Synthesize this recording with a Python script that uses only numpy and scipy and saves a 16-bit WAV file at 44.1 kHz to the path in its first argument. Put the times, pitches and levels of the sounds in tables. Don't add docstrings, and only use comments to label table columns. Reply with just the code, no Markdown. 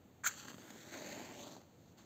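import sys
import numpy as np
from scipy.fft import rfft, irfft, next_fast_len
from scipy.io import wavfile
from scipy.ndimage import map_coordinates

SR = 44100
rng = np.random.default_rng(int(sys.argv[2]) if len(sys.argv) > 2 else 0)


def materialize(psi):
    bounded = np.clip(np.atleast_2d(psi).T, -1, 1)
    quanta = np.round(bounded * 32767).astype(np.int16)
    wavfile.write(sys.argv[1], SR, quanta)


N = 90404
T = np.arange(N) / SR
SIZE = next_fast_len(N + SR // 2)
HZ = np.fft.rfftfreq(SIZE, 1 / SR)

CONTACT_S, RASP_PEAK_S, GRIT_PEAK_S = 0.2344, 0.265, 0.273
GRAINS_PER_S, GRAIN_SPREAD_DB = 4000, 3

# frequency in Hz, relative level in dB.
ROOM_EQ = [(25, -26), (60, -15), (95, 0), (150, -2.5), (250, -4.5), (400, -9), (800, -16), (1100, -22.5),
           (2500, -28.5), (7000, -32.5), (15000, -29.5)]
BOX_EQ = [(750, -4.5), (1300, -1.0), (1900, -0.5), (4000, -31)]
GRIT_EQ = [(50, -40), (200, -19.5), (800, -21.5), (3000, -10), (5200, -8), (6800, 3), (8500, -17.5),
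           (12000, -21), (15500, -40)]
SPARK_EQ = [(200, -33), (4000, -8), (9000, -21), (12000, -2), (14000, 2), (15500, 3.5)]
HISS_EQ = [(300, -26), (1200, -4.5), (2800, -4), (4400, -0.5), (5200, -1), (6500, -1.5), (7500, -5),
           (10000, -10.5), (12500, -5), (15500, -12.5)]
JET_EQ = [(400, -35), (1050, -10), (1400, 0.5), (2100, -1.5), (2900, -8), (6000, -15)]
PUFF_EQ = [(60, -24.5), (200, 0), (950, -3.5), (1400, -8.0)]
SIZZLE_EQ = [(5000, -31), (8300, 5), (15500, -1)]
SPURT_EQ = [(200, -16), (900, 1.5), (2500, -1.5), (4300, -2), (7000, -9.5), (15000, -11)]
CRACK_EQ = [(60, -21), (220, -11), (800, 2), (1350, 0.5), (2200, -6), (4500, -6), (7000, -12),
            (15000, -14.5)]
THUMP_EQ = [(60, -12.5), (210, -2), (950, 1.0), (1800, -8.5)]
# frequency in Hz, gain in dB.
MIC_EQ = [(4650, -0.5), (4850, -10), (6050, -4), (6200, 3.5), (7600, 2), (7800, -4), (8450, -8),
          (8700, -19), (11400, -23.5), (11650, -8.5), (12800, -12.5), (13200, -4.5)]

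# centre in Hz, width in Hz, gain in dB.
BOX_MODES = [(1225, 83, 5), (1494, 140, 14), (1674, 38, -11)]
PUFF_MODES = [(299, 180, 6), (600, 190, 1.5), (830, 110, -5)]
THUMP_MODES = [(262.5, 61, 1.5), (510, 630, -11)]
# centre in Hz, width in Hz, gain in dB.
GRIT_PEAKS = [(2300, 220, -1.5), (6120, 210, -11), (6790, 32, -2), (7110, 90, 3.5), (7500, 34, 6)]

# start in seconds, peak in dB.
BOX_KNOCKS = [(.2360, -40.5), (.2440, -29), (0.294, -39), (0.312, -41)]
# start in seconds, grit peak in dB, spark peak in dB.
GRAIN_SNAGS = [(.2583, -28, -42), (.2692, -29, -27), (.2731, -21.5, -28), (.2769, -26, -21),
               (.2833, -28, -40)]
# time in seconds, level in dB.
HISS_FADER = [(.27, -73), (.295, -61), (.35, -60), (.40, -54.5), (.465, -62.5), (.50, -52), (.52, -63),
              (.567, -68.5), (.615, -62), (.695, -66), (.71, -60.5), (.76, -61.5), (.91, -59), (.945, -55),
              (1.06, -53.5), (1.23, -56), (1.34, -60), (1.39, -54.5), (1.49, -58), (1.55, -62),
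              (1.66, -79.5), (1.93, -75.5)]
# time in seconds, flutter level in dB, gas jet level in dB.
FLAME_FADERS = [(.28, -63.5, -55), (.39, -66.5, -69), (.49, -57.5, -69), (.565, -64, -80),
                (.62, -59, -65.5), (.82, -61.5, -67), (.91, -58, -61.5), (.945, -49.5, -52.5),
                (.99, -53, -58), (1.2, -53, -58), (1.35, -56, -59.5), (1.43, -55, -79), (1.53, -59.5, -81),
                (1.6, -66, -82), (1.66, -80.5, -100)]
# time in seconds, gain in dB.
ROAR_FADER = [(.8, 1.5), (1.0, 5.5), (1.55, 1.5)]
# time in seconds, level in dB.
SIZZLE_FADER = [(.28, -74), (.56, -63.5), (.68, -63), (.92, -69)]
# start in seconds, rise in seconds,
# time to fall 60 dB in seconds, level in dB, gain of a bright resonance in dB.
SPURT_CUES = [(.285, 0.0092, 0.67, -55, 25), (1.968, 0.014, 0.39, -61, -1)]
# time in seconds, level in dB.
CRACKLE_FADER = [(.3, -63), (.5, -61.5), (.6, -74.5), (1.54, -64.5), (1.7, -84)]
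# start in seconds, crack peak in dB, thump peak in dB.
SPIT_CUES = [(.4291, -44, -65), (.4536, -41.5, -48), (.4800, -44, -48), (.4833, -37.5, -54),
             (.5025, -43, -48), (.5055, -43, -56), (.5435, -49, -40), (.5829, -50, -43),
             (.7046, -39.5, -41), (.761, -58, -46), (1.402, -47, -48), (1.4762, -43, -54),
             (1.566, -46, -48), (1.615, -57, -54)]
# time in seconds, lag in ms.
TABLE_DELAY = [(.46, 0.67), (1.0, .47), (1.33, .385), (1.45, .28), (1.55, 0.19)]


def amp(db):
    return 10 ** (np.asarray(db) / 20)


def unit(x):
    return x / np.sqrt(np.mean(x ** 2) + 1e-20)


def faders(rows):
    times, *columns = np.transpose(rows)
    return [amp(np.interp(T, times, db, left=-120, right=-120)) for db in columns]


def wobble(rate):
    return map_coordinates(rng.standard_normal(2048), [T * rate], mode="wrap")


def eq(points):
    hz, db = np.transpose(points)
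    gain = amp(np.interp(np.log(HZ + 1), np.log(hz), db))
    cepstrum = irfft(np.log(gain), SIZE)
    cepstrum[1:SIZE // 2] *= 2
    cepstrum[SIZE // 2 + 1:] = 0
    return np.exp(rfft(cepstrum))


def body(modes):
    return sum(amp(db) * 1j * HZ * width / (centre ** 2 - HZ ** 2 + 1j * HZ * width)
               for centre, width, db in modes)


def filtered(x, response):
    return irfft(rfft(x, SIZE) * response, SIZE)[:N]


def grains(smooth, rate, spread_db):
    hits = rng.random(N) < rate / SR
    sizes = amp(spread_db * np.clip(rng.standard_normal(N), -2, 2)) * rng.choice([-1, 1], N)
    return unit(unit(hits * sizes) + smooth * rng.standard_normal(N))


def texture(response, smooth, rate=GRAINS_PER_S, spread_db=GRAIN_SPREAD_DB):
    return unit(filtered(grains(smooth, rate, spread_db), response))


def burst(start, response, t60=0.005, click=1.8):
    age = T - T[round(start * SR)]
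    tail = (age >= 0) * amp(-60 * np.abs(age) / t60) * rng.standard_normal(N)
    hit = filtered(tail + click * (age == 0), response)
    return hit / np.abs(hit).max()


def room_tone():
    return amp(-62) * unit(filtered(rng.standard_normal(N), eq(ROOM_EQ)))


def stroke(peak_s, rise_db, fall_db_per_s, bite_s=0.0026):
    bite = np.clip((T - CONTACT_S) / bite_s, 0, 1)
    swell_db = -rise_db * np.clip((peak_s - T) / (peak_s - CONTACT_S), 0, 1)
    fade_db = -fall_db_per_s * np.maximum(T - peak_s, 0)
    return bite * amp(swell_db + fade_db)


def strike():
    box = body(BOX_MODES) * eq(BOX_EQ)
    grit_tone = eq(GRIT_EQ) + 1.4 * body(GRIT_PEAKS)
    spark_tone = eq(SPARK_EQ)
    rasp, grit, sparks = (texture(tone, smooth=0.55) for tone in (box, grit_tone, spark_tone))
    rasp *= amp(-34) * stroke(RASP_PEAK_S, rise_db=21.5, fall_db_per_s=641)
    grit *= amp(-35) * stroke(GRIT_PEAK_S, rise_db=13.5, fall_db_per_s=794, bite_s=0.011)
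    sparks *= amp(-28.5) * stroke(GRIT_PEAK_S, rise_db=32, fall_db_per_s=950)
    snags = sum(amp(grit_db) * burst(start, grit_tone) + amp(spark_db) * burst(start, spark_tone)
                for start, grit_db, spark_db in GRAIN_SNAGS)
    knocks = sum(amp(db) * burst(start, box, click=9.8) for start, db in BOX_KNOCKS)
    return rasp + grit + sparks + snags + knocks


def flare():
    hiss_gain, = faders(HISS_FADER)
    flutter_gain, jet_gain = faders(FLAME_FADERS)
    sputter = amp(0.86 * wobble(45.32) + 1.36 * wobble(300))
    hiss = unit(sputter * texture(eq(HISS_EQ), smooth=0.72, rate=3000, spread_db=4.5))
    jet = unit(sputter * texture(eq(JET_EQ), smooth=0.57, rate=2500, spread_db=5))
    return hiss_gain * hiss + jet_gain * jet + flutter_gain * flutter(sputter)


def flutter(sputter, climb_octaves_per_s=0.17, wander_octaves=0.07):
    puffs = sputter * grains(smooth=0.81, rate=700, spread_db=2)
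    tone = eq(PUFF_EQ)
    murmur = filtered(puffs, tone * body(PUFF_MODES[:1]))
    roar = filtered(puffs, tone * body(PUFF_MODES[1:]))
    roar *= amp(np.interp(T, *np.transpose(ROAR_FADER)))
    speed = 2 ** (climb_octaves_per_s * (T - T.mean()) + wander_octaves * wobble(20))
    return unit(map_coordinates(murmur + roar, [np.cumsum(speed)], mode="reflect"))


def sizzle():
    gain, = faders(SIZZLE_FADER)
    return gain * texture(eq(SIZZLE_EQ), smooth=0.52)


def spurts():
    out = np.zeros(N)
    presence = body([(7000, 1100, 0)])
    for start, rise, t60, db, bright_db in SPURT_CUES:
        age = np.maximum(T - start, 0)
        envelope = np.minimum(age / rise, 1) * amp(-60 * np.maximum(age - rise, 0) / t60)
        tone = eq(SPURT_EQ) * (1 + amp(bright_db) * presence)
        out += amp(db) * envelope * texture(tone, smooth=0.8)
    return out


def crackle():
    gain, = faders(CRACKLE_FADER)
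    return gain * texture(eq(CRACK_EQ), smooth=0, rate=220, spread_db=4.5)


def spits():
    crack = eq(CRACK_EQ)
    thump = body(THUMP_MODES) * eq(THUMP_EQ)
    out = np.zeros(N)
    for start, crack_db, thump_db in SPIT_CUES:
        out += amp(crack_db) * burst(start, crack, t60=0.024)
        out += amp(thump_db) * burst(start, thump, t60=0.0085, click=6.9)
    return out


def table_bounce(x, dull_hz=7360):
    lag_s = np.interp(T, *np.transpose(TABLE_DELAY)) / 1000
    dulled = filtered(x, 1 / (1 + (HZ / dull_hz) ** 2))
    return x + amp(-7.5) * map_coordinates(dulled, [(T - lag_s) * SR], order=3)


def room_echo(x, t60=0.041, predelay_s=0.003):
    tail = rng.standard_normal(N) * amp(-60 * T / t60) * (T > predelay_s)
    return amp(-16) * filtered(x, rfft(tail / np.linalg.norm(tail), SIZE))


def scene():
    scrape = strike()
    burn = flare() + spits() + spurts() + crackle() + sizzle()
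    match = scrape + table_bounce(burn)
    return (match + room_echo(match) + room_tone())[None]


def record(dry, top_hz=15600):
    response = eq(MIC_EQ) / (1 + (HZ / top_hz) ** 200)
    return filtered(dry[0], response)[None]


dry = scene()
out = record(dry)
materialize(out)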